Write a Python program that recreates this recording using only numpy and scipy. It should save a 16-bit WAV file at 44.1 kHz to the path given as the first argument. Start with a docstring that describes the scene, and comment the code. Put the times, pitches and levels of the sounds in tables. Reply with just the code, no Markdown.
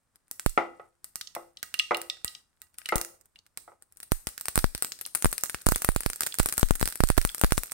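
"""Mustard seeds in a tilted pan

Two microphones close over a frying pan of hot oil, tilted about on the stove and then left to stand.
The pan knocks on the grate and rings in its modes; steam bubbles plink as gliding tones with noisy splashes.
Seeds burst as short coloured noise, singly at first, then in a dense crackle over a sizzle of noise grains.
The hardest bursts overload the microphones, which answer with a low thump; a small kitchen rings behind."""
import sys
import numpy as np
from scipy import signal
from scipy.fft import rfft, irfft
from scipy.io import wavfile
from scipy.ndimage import uniform_filter1d

SR = 44100
rng = np.random.default_rng(int(sys.argv[2]) if len(sys.argv) > 2 else 0)


def unload_wav(signal):
    """Save mono or channel-first audio to the path in sys.argv[1] as 16-bit WAV at rate SR, clipped to [-1, 1]."""
    wavfile.write(
        sys.argv[1],
        SR,
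        np.round(np.clip(np.atleast_2d(signal).T, -1, 1) * 32767).astype(np.int16),
    )


N = 340881   # samples
SNIPPET = 4096   # samples in one short sound
MIC_LIMIT_DB = -25.5   # a push above this overloads a microphone

# seeds that burst out in front: t/s, crack level/dB before trim, crack left over right/dB, steam push/dB
BURSTS = [(0.1577, -54, 5, -55.5), (0.3126, -30, 1, -38.5), (0.3963, -30.5, -2, -32),
          (0.4623, -26.5, 7, -9), (0.495, -36.5, -8, -58), (1.0436, -35.5, 3, -42),
          (1.1571, -29, -3.5, -33.5), (1.2112, -37.5, 4, -34.5), (1.3503, -33, -2.5, -32.5),
          (1.629, -31, -3.5, -24.5), (1.7411, -31.5, 0, -29), (1.9701, -32.5, 0, -35),
          (2.0161, -32.5, 2.5, -34), (2.2461, -24, -1, -21.5), (2.6177, -41.5, -5.5, -44.5),
          (2.7848, -38, 12.5, -38.5), (2.8597, -38, 2, -33), (2.8893, -33, 0, -25),
          (2.9571, -21, -0.5, -14), (2.9813, -29, 0, -30.5), (3.0137, -25.5, -0.5, -28.5),
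          (3.0484, -34, -0.5, -37.5), (3.257, -55, -0.5, -66.5), (3.4647, -56, -1.5, -54.5),
          (3.5738, -32, -4, -34), (3.9236, -51.5, 2, -63.5), (3.971, -47, 7.5, -72),
          (4.0022, -40, -1, -44.5), (4.0302, -38.5, 2, -40.5), (4.1193, -23.5, 7.5, -9.7),
          (4.2705, -26, 0, -19.5), (4.3787, -35, -4, -31), (4.411, -30, -3, -35.5), (4.456, -30, 6, -34),
          (4.4835, -23.5, 0, -22), (4.5567, -18.5, -1, -19), (4.5772, -29, 20.5, -10),
          (4.5896, -25, 1, -24), (4.6425, -29.5, 0, -8.5), (4.7495, -29.5, 3, -19.5),
          (4.8233, -19.5, 5, -26.5), (4.8467, -28.5, -5, -28), (4.92, -37, -3, -33.5),
          (5.012, -31, 7, -34.5), (5.063, -32, 7, -39.5), (5.1497, -22, 12.5, -26.5),
          (5.155, -24, 2, -32.5), (5.2237, -26, 1, -29.5), (5.2454, -20.5, 9, -10.5),
          (5.257, -27, -3, -9.5), (5.3282, -24.5, 3, -27.5), (5.3804, -29.5, 12.5, -27),
          (5.4363, -20, -5, -26), (5.4969, -32, 13.5, -28), (5.5455, -31, 0, -20.5),
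          (5.6625, -23.5, 7, -29), (5.6667, -20, 7, -8), (5.6877, -19, -4, -13.5), (5.7212, -26, 10, -11.5),
          (5.7596, -22, 4, -19), (5.82, -25.5, 3, -30.5), (5.8463, -21, -0.5, -19), (5.889, -29, 17, -8.5),
          (5.962, -24.5, 0.5, -12), (6.0619, -25.5, 5, -12), (6.1006, -27.5, 5, -30),
          (6.2075, -20, -2, -23.5), (6.234, -27, 1, -24), (6.2656, -27.5, 0, -25), (6.3423, -32.5, -3, -34),
          (6.3861, -24.5, 0, -24), (6.3965, -22.5, -7.5, -23.5), (6.4, -26, 9, -8.5),
          (6.459, -20, 4, -20.5), (6.4878, -26, -1, -26.5), (6.5251, -24, 2, -24), (6.5795, -19, -1, -19.5),
          (6.5952, -25, 6, -32), (6.63, -31.5, -12, -6), (6.7085, -25.5, -4, -7), (6.8125, -27, -1, -16.5),
          (6.8281, -25, -3.5, -11), (6.8562, -24.5, 1, -20.5), (6.876, -24.5, -3, -21),
          (6.9564, -31.5, 9, -37), (7.0044, -33, 5, -9.5), (7.037, -26.5, 12, -7.5),
          (7.1017, -28.5, 16, -8.4), (7.1783, -28, 7, -8.5), (7.1812, -27.5, 7, -10),
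          (7.2148, -30.5, 3, -27), (7.25, -20.5, -1, -12), (7.3469, -27, 3, -33.5), (7.4136, -21, 1, -26),
          (7.437, -25.5, -0.5, -7.5), (7.445, -32, 15, -10.5), (7.5217, -22, 3, -9.6),
          (7.5787, -24, 0, -13), (7.6344, -28, -1, -32)]
# ringing modes of the pan: f/Hz, strength when knocked/dB, strength under bursts and bubbles/dB, t60/s
PAN_MODES = [(341.4, -13.5, -62, 0.29), (406, -20, -60, 0.31), (519, -16.5, -58, 0.34),
             (706, -17, -48, 0.06), (807, -13.5, -48.5, 0.28), (850, -11, -47, 0.21),
             (1250, -18, -26.5, 0.21), (1280, -6, -35, 0.24), (1413, -13.5, -47.5, 0.24),
             (1490, -16, -42, 0.077), (1932, -22, -24, 0.28), (1990, -12.5, -32.5, 0.25),
             (2306, -27.5, -53.5, 0.2), (2780, -24, -29.5, 0.36)]
# how freely the pan rings, lifted off the grate or resting on it: t/s, level/dB
FREEDOM = [(0, -6), (0.9, -11.5), (1.15, -0.5), (2.35, 3.5), (2.9, 3.5), (3.6, -20), (4.2, -8), (7.73, -14)]
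# spectrum of a burst's body and of the sizzle's blips: f/Hz, relative level/dB per Hz
BODY_SPECTRUM = [(100, -8), (500, -5), (1000, -5.5), (1500, 10.5), (2300, 5), (3100, 0), (4200, 4),
                 (5400, 3), (7000, -6.5), (12000, -34)]
# spectrum of the sizzle's ticks and of a bubble's snap: f/Hz, relative level/dB per Hz
HISS_SPECTRUM = [(200, -13.5), (800, -11.5), (1500, -8.5), (3000, -11.5), (4500, -7.5), (6700, -8.5),
                 (8700, 10.5), (11000, -2.5), (12600, -1), (14000, -5.5), (15600, -5), (17000, -16)]


def from_db(db):
    """Decibels to amplitude."""
    return 10 ** (np.asarray(db) / 20)


def rms_one(x):
    """Scale to rms 1 over all samples and channels."""
    return x / np.sqrt(np.mean(x ** 2) + 1e-20)


def over_time(points, s):
    """Read a table of times and values at the given times."""
    return np.interp(s, *np.transpose(points))


def at_hz(points, hz):
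    """Read a table on a log-frequency axis."""
    known_hz, values = np.transpose(points)
    return np.interp(np.log(hz + 1), np.log(known_hz), values)


def colour(x, spectrum, size=1024):
    """Causal (minimum-phase) filter with the given spectrum."""
    gain = from_db(at_hz(spectrum, np.fft.rfftfreq(size, 1 / SR)))
    cepstrum = irfft(np.log(gain))
    # folding the cepstrum onto positive time gives minimum phase
    cepstrum[1:size // 2] *= 2
    cepstrum[size // 2 + 1:] = 0
    response = irfft(np.exp(rfft(cepstrum)))
    return signal.fftconvolve(np.atleast_2d(x), response[None], axes=1)[:, :x.shape[-1]]


def stereo_noise(length, alike):
    """Two white noises that share a part of their power, from 0 (separate) to 1 (the same)."""
    shared, *own = rng.standard_normal((3, length))
    alike = np.clip(alike, 0, 1)
    return np.sqrt(alike) * shared + np.sqrt(1 - alike) * np.array(own)


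def unit_attack(x, size=132):
    """Scale each row to rms 1 over its first samples (3 ms unless given)."""
    return x / np.sqrt(np.mean(x[..., :size] ** 2, axis=-1, keepdims=True) + 1e-20)


def add(out, s, sound):
    """Mix a short sound in at a time."""
    start = max(round(s * SR), 0)
    part = out[..., start:start + sound.shape[-1]]
    part += sound[..., :part.shape[-1]]


def balance(db):
    """Left and right gains that differ by this many dB."""
    return from_db(np.array([[db], [-db]]) / 2)


def pan_ring(times, blow_db, mode_db):
    """Each blow sets every mode of the pan ringing, with a strength that scatters from blow to blow."""
    out = np.zeros((2, N))
    at = (np.array(times) * SR).astype(int)
    for k, ((hz, _, _, t60), db) in enumerate(zip(PAN_MODES, mode_db)):
        scatter_db = 2 * rng.standard_normal((len(at), 2)).T
        clicks = np.zeros((2, N))
        clicks[:, at] = from_db(blow_db + db + scatter_db) * (-1) ** k
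        # two-pole resonator: a decaying sine after each click
        r = from_db(-60 / (t60 * SR))
        w = 2 * np.pi * hz / SR
        out += signal.lfilter([0, np.sin(w)], [1, -2 * r * np.cos(w), r * r], clicks + 1e-18)
    return out


def heat(s):
    """How far the seeds have come to the burst at these times, 0 to 1."""
    # t/s, heat (0 = the first stray pops, 1 = full crackle)
    heating = [(0, 0), (3.75, 0.052), (3.98, 0.55), (5.1, 0.7), (5.8, 0.96), (7.73, 0.93)]
    return over_time(heating, s)


def grains(per_s, spread_db, grain_s):
    """Random bursts of decaying noise, mostly small and now and then large."""
    starts = rng.random(N) < per_s / SR
    sizes = from_db(spread_db * np.minimum(rng.exponential(1, N), 3)) * starts
    power = signal.lfilter([1], [1, -np.exp(-2 / (grain_s * SR))], sizes ** 2 + 1e-18)
    return np.sqrt(power) * stereo_noise(N, alike=.15)


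def sizzle():
    """Tiny bubbles burst around the seeds: bright ticks and fewer, deeper blips, rising with heat and sloshes."""
    # tilted oil runs over bare hot metal and the sizzle swells: t/s of the peak, level/dB before mix, rise/s
    sloshes = [(2.2, -62, 0.69), (3.0, -50.5, 0.22)]
    full_db, cold_db = -52, -29   # level before mix at full heat; change at no heat
    fall_s = 0.056   # of a slosh
    t = np.arange(N) / SR
    level = from_db(full_db + cold_db * (1 - heat(t)))
    for s, db, rise_s in sloshes:
        swell = np.exp(-((t - s) / np.where(t < s, rise_s, fall_s)) ** 2)
        level = level + from_db(db) * swell
    ticks = rms_one(colour(grains(per_s=170, spread_db=7, grain_s=.0005), HISS_SPECTRUM))
    blips = rms_one(colour(grains(per_s=70, spread_db=6, grain_s=.001), BODY_SPECTRUM))
    return level * (from_db(-6) * ticks + from_db(-8) * blips)


def quiet_floor():
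    """A very quiet, steady coloured noise lies under everything."""
    # f/Hz, relative level/dB per Hz
    floor_spectrum = [(20, -6), (80, 1), (200, -8.5), (500, -14.5), (1300, -12.5), (3000, -25),
                      (6500, -23.5), (8800, -17.5), (11000, -26.5), (16000, -31.5)]
    level_db = -71   # before quiet stretches are turned down
    return from_db(level_db) * rms_one(colour(stereo_noise(N, alike=.4), floor_spectrum, size=8192))


def small_pops(count=85):
    """Lesser seeds burst at random, faster and louder with heat, and one after each listed burst; rows alike."""
    rate_growth = 3.8   # e-folds of the rate from no heat to full heat
    lone_db, spread_db, cold_db = -37, 5, -21   # crack at full heat; scatter; change at no heat
    push_db, push_spread_db, side_spread_db = -4, 4, 7   # push relative to the crack; scatters
    lag_s, neighbour_db = .018, -12.5   # mean delay of a neighbour set off; relative level at full heat
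    t = np.arange(0, N, 100) / SR
    due = np.cumsum(np.exp(rate_growth * heat(t)))
    loud_s, loud_db = np.transpose(BURSTS)[:2]
    lone_s = np.interp(rng.random(count), due / due[-1], t)
    set_off_s = np.minimum(loud_s + lag_s * rng.uniform(0, 2, len(BURSTS)), t[-1])
    s = np.concatenate([lone_s, set_off_s])
    size, side, push = np.clip(rng.standard_normal((len(s), 3)), -2, 2).T
    db = np.concatenate([np.full(count, lone_db), loud_db + neighbour_db])
    db = db + cold_db * (1 - heat(s)) + spread_db * size
    return np.column_stack([s, db, side_spread_db * side, db + push_db + push_spread_db * push])


def seeds(places=4):
    """A husk splits in under a millisecond, the crack bounces round the bowl; a stereo track per place in the pan."""
    # crack at each microphone: f/Hz, relative level/dB per Hz
    crack_left = [(3000, -33), (5500, -21.5), (6700, -25.5), (8000, -2.5), (8900, 4), (9800, 4),
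                  (11200, -7), (12500, -1), (14000, -13), (15600, -13), (17000, -32.5)]
    crack_right = [(3000, -31.5), (5500, -8), (6700, -3.5), (8000, 1.5), (8700, 3.5), (9700, -14.5),
                   (10700, -11.5), (12600, -2), (14000, -3.5), (15500, -1.5), (17000, -15)]
    # puff of air from a burst: f/Hz, relative level/dB per Hz
    puff_spectrum = [(100, -10), (600, -7.5), (1000, -4), (1420, 4), (1900, -8.5), (3000, -18), (8000, -43)]
    crack_s, rise_s, body_s, bowl_s = 0.00061, 0.000071, 0.00028, 0.005   # time constants
    crack_db, body_db, bowl_db = 0.68, -4.0, -17   # trims; bowl relative to the first split
    puff_db, puff_growth, typical_db, rest_share = -18, 0.55, -31.5, 0.25
    out = np.zeros((places, 2, N))
    t = np.arange(SNIPPET) / SR
    pops = np.vstack([BURSTS, small_pops()])
    for k, (s, db, side_db, push_db) in enumerate(pops):
        weight_db = min(push_db, MIC_LIMIT_DB) - db
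        bowl = from_db(bowl_db + 2 * rng.standard_normal()) * np.exp(-t / bowl_s)
        split = stereo_noise(SNIPPET, alike=.08) * (np.exp(-t / crack_s) + bowl)
        split = split * (1 - np.exp(-t / rise_s))
        crack = np.vstack([colour(split[0], crack_left), colour(split[1], crack_right)])
        crack = from_db(crack_db) * unit_attack(crack) * balance(side_db)
        steam = stereo_noise(SNIPPET, alike=0.093) * (np.exp(-t / body_s) + bowl)
        # the escaping steam gives one clean pressure step, reaching each microphone at its own moment
        steam[[0, 1], rng.integers(0, 10, 2)] += 2.4
        body = unit_attack(colour(steam, BODY_SPECTRUM)) * balance(0.23 * side_db - 2.5)
        body = from_db(weight_db + body_db) * body
        # bigger bursts push more air and sound deeper, most of all once the pan rests and the oil lies still
        air_db = puff_db + puff_growth * (db - typical_db) - rest_share * over_time(FREEDOM, s)
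        puff = from_db(air_db) * unit_attack(colour(steam, puff_spectrum))
        add(out[k % places], s, from_db(db) * (crack + body + puff))
    s, db, _, push_db = pops.T
    weight_db = np.minimum(push_db, MIC_LIMIT_DB) - db
    blow_db = db + .5 * weight_db + over_time(FREEDOM, s) - 2.5
    out[0] += pan_ring(s, blow_db, np.array(PAN_MODES)[:, 2])
    return out


def kitchen(x, size=26000):
    """A scattered echo from the wall behind the stove, then a diffuse tail that dies band by band."""
    # tail of the room: f/Hz, relative level/dB
    room_spectrum = [(60, -15), (200, 3.5), (700, 0), (1500, -8.5), (3000, 3), (6000, 2.5), (9000, 3.5),
                     (16000, 1)]
    # f/Hz, t60/s
    room_t60 = [(100, 0.46), (600, 0.48), (1500, 0.47), (4000, 0.3), (9000, 0.46), (16000, 0.28)]
    build_s, wall_s, wall_spread_s = 0.0039, 0.0069, 0.0026
    tail_db, wall_db = -12.0, -16
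    t = np.arange(size) / SR
    edges = np.geomspace(60, 17000, 10)   # Hz
    white = rng.standard_normal((2, 2, size))
    tail = 0
    for k, (low, high) in enumerate(zip(edges, edges[1:])):
        bandpass = signal.butter(2, [low, high], "band", fs=SR, output="sos")
        band = signal.sosfilt(bandpass, white[k % 2])   # neighbouring bands use separate noises
        hz = np.sqrt(low * high)
        decay = np.exp(-np.log(1000) * t / at_hz(room_t60, hz))
        tail = tail + band * from_db(at_hz(room_spectrum, hz)) * decay
    tail = tail * (1 - np.exp(-t / build_s))
    wall = rng.standard_normal((2, size)) * np.exp(-abs(t - wall_s) / wall_spread_s)
    response = from_db(tail_db) * rms_one(tail) + from_db(wall_db) * rms_one(wall)
    return signal.fftconvolve(x, response / np.sqrt(size), axes=1)[:, :N]


def overload_thumps():
    """An overloaded microphone jumps off centre, leaks back, and swings to rest: the harder, the slower."""
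    jump, leak_s = 0.72, 0.0013   # times and swing pitch hold at an excess of 1
    swing, swing_hz, swing_s = .25, 22, .021
    slap_level, slap_hz, slap_s = 0.42, 1350, 0.00044
    overload_db, growth, delay_s, other_share = 10.0, .4, 0.00025, 0.06
    out = np.zeros((2, N))
    t = np.arange(2 * SNIPPET) / SR
    signs = rng.choice([-1, 1], len(BURSTS))
    for (s, _, side_db, push_db), sign in zip(BURSTS, signs):
        excess = from_db(overload_db) * max(from_db(push_db) - from_db(MIC_LIMIT_DB), 0)
        age = t / max(excess, .05) ** growth
        recovery = jump * np.exp(-age / leak_s)
        recovery = recovery - swing * np.exp(-age / swing_s) * np.sin(2 * np.pi * swing_hz * age)
        # the same pressure front slaps the air in the pan for about one cycle
        slap = slap_level * np.exp(-t / slap_s) * np.sin(2 * np.pi * slap_hz * t)
        # the choked microphone misses part of the crack, so the thump lies on the crack's weaker side
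        sides = [-other_share, 1] if side_db > 0 else [1, -other_share]
        add(out, s + delay_s, sign * excess * np.outer(sides, recovery + slap))
    return signal.sosfilt(signal.butter(1, 3000, fs=SR, output="sos"), out)


def knocks():
    """The pan's base meets the grate: a dull blow, a short rattle, and pan modes; soft blows miss the high ones."""
    # t/s, level/dB before trim, brightness f/Hz
    blows = [(0.5757, -13.5, 2410), (0.7968, -40.5, 1770), (1.364, -30.5, 1250), (1.9089, -19, 2270),
             (1.917, -21, 1880), (2.923, -19, 2420), (3.678, -44.5, 1380), (3.718, -52, 1300)]
    # f/Hz, relative level/dB per Hz
    blow_spectrum = [(60, -31), (170, -16), (320, -14.5), (520, 0), (750, 1), (1000, -4.5), (1300, 2.5),
                     (1700, -16), (2050, -2.5), (2600, -16.5), (4000, -20.5), (12000, -18.5)]
    contact_s, rattle_s, rattle_db = 0.0036, 0.034, -11
    blow_db, ring_db = -3, -6   # trims
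    out = np.zeros((2, N))
    t = np.arange(SNIPPET) / SR
    for s, db, bright_hz in blows:
        envelope = np.exp(-t / contact_s) + from_db(rattle_db) * np.exp(-t / rattle_s)
        blow = colour(stereo_noise(SNIPPET, alike=0.57) * envelope, blow_spectrum)
        blow = signal.sosfilt(signal.butter(2, bright_hz, fs=SR, output="sos"), blow)
        add(out, s, from_db(db + blow_db) * unit_attack(blow, size=441))   # level over 10 ms
    s, db, bright_hz = np.transpose(blows)
    mode_hz, mode_db = np.transpose(PAN_MODES)[:2]
    softness_db = 10 * np.log10(1 + (mode_hz[:, None] / bright_hz) ** 4)
    return out + pan_ring(s, db + ring_db, mode_db[:, None] - softness_db)


def bubbles():
    """A steam bubble opens with a snap and rings at its own pitch, rising slightly; low bubbles ring longer."""
    # clearest bubbles in the oil: t/s, level/dB before mix, left over right/dB, starting pitch f/Hz
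    plinks = [(1.212, -31, -2.5, 4700), (1.2725, -37, -7.5, 4700), (1.571, -39, -0.5, 3850),
              (1.7417, -30.5, -6.5, 2760), (1.7907, -23.5, -7, 4620), (1.7961, -17, 1, 2764),
              (1.9458, -24.5, -3.5, 2796), (2.099, -24.5, -3.5, 3670), (2.2791, -31.5, -6, 3970),
              (2.3497, -36.5, 2, 3850), (2.857, -34.5, -2.5, 2910), (2.8917, -31, 5, 2060),
              (3.3583, -49, 0, 2780), (3.389, -48.5, -0.5, 4260), (4.9202, -30, 5, 5200),
              (5.052, -34, -6, 4040), (5.747, -36, 4, 3400), (6.323, -34.5, -2, 3380),
              (7.291, -33.5, 2, 3410)]
    ring_s, rise_s, splash_s = 0.0037, 0.00089, 0.0026   # ring_s at 3000 Hz
    ring_db, splash_db, snap_db, pan_db = 0, -2, -13, -7
    glide, resonance_db, detune_hz = 1.1, 12, 160
    out = np.zeros((2, N))
    t = np.arange(SNIPPET) / SR
    for s, db, side_db, hz in plinks:
        phase = 2 * np.pi * (hz * t * (1 + glide * t) + np.array([[0], [.2]]))
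        envelope = np.exp(-t / ring_s * (hz / 3000) ** 2) * (1 - np.exp(-t / rise_s))
        purity = 1 / (1 + (hz / 3900) ** 6)   # small, high bubbles are mostly splash
        ring = purity * unit_attack(np.sin(phase) * envelope)
        burst = stereo_noise(SNIPPET, alike=0.11) * np.exp(-t / splash_s)
        around_pitch = signal.butter(3, [hz * 0.66, hz * 1.53], "band", fs=SR, output="sos")
        splash = unit_attack(signal.sosfilt(around_pitch, burst))
        snap = unit_attack(colour(burst * np.exp(-t / splash_s), HISS_SPECTRUM))
        plink = from_db(ring_db) * ring + from_db(splash_db) * splash + from_db(snap_db) * snap
        add(out, s, from_db(db) * balance(side_db) * plink)
    s, db, _, hz = np.transpose(plinks)
    mode_hz, _, mode_db, _ = np.transpose(PAN_MODES)
    # a bubble drives a mode of the pan much harder when their pitches meet
    detuning = (mode_hz[:, None] - hz) / detune_hz
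    drive_db = mode_db[:, None] + resonance_db / (1 + detuning ** 2)
    return out + pan_ring(s, db + pan_db + over_time(FREEDOM, s), drive_db)


def suppressor(x, threshold_db=-60, slope=0.83, depth_db=6, size=900):
    """Sound that sinks under a threshold is turned down further, which shortens the last of each tail."""
    power = uniform_filter1d(np.mean(x ** 2, axis=0), size)
    level_db = 10 * np.log10(np.maximum(power, 1e-12))
    return x * from_db(np.clip(slope * (level_db - threshold_db), -depth_db, 0))


def scene():
    """Each place in the pan reaches the walls by its own paths; thumps and floor stay out of the room."""
    places = seeds()
    places[0] += sizzle() + knocks() + bubbles()
    in_room = sum(place + kitchen(place) for place in places)
    return in_room + overload_thumps() + quiet_floor()


def record(dry):
    """Quiet stretches are turned down, peaks are clipped near full scale, the top is cut."""
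    clipped = np.clip(suppressor(dry), -.92, .92)
    # 60 dB down from 17 kHz up
    return signal.sosfilt(signal.cheby2(14, 60, 17000, fs=SR, output="sos"), clipped)


dry = scene()
out = record(dry)
unload_wav(out)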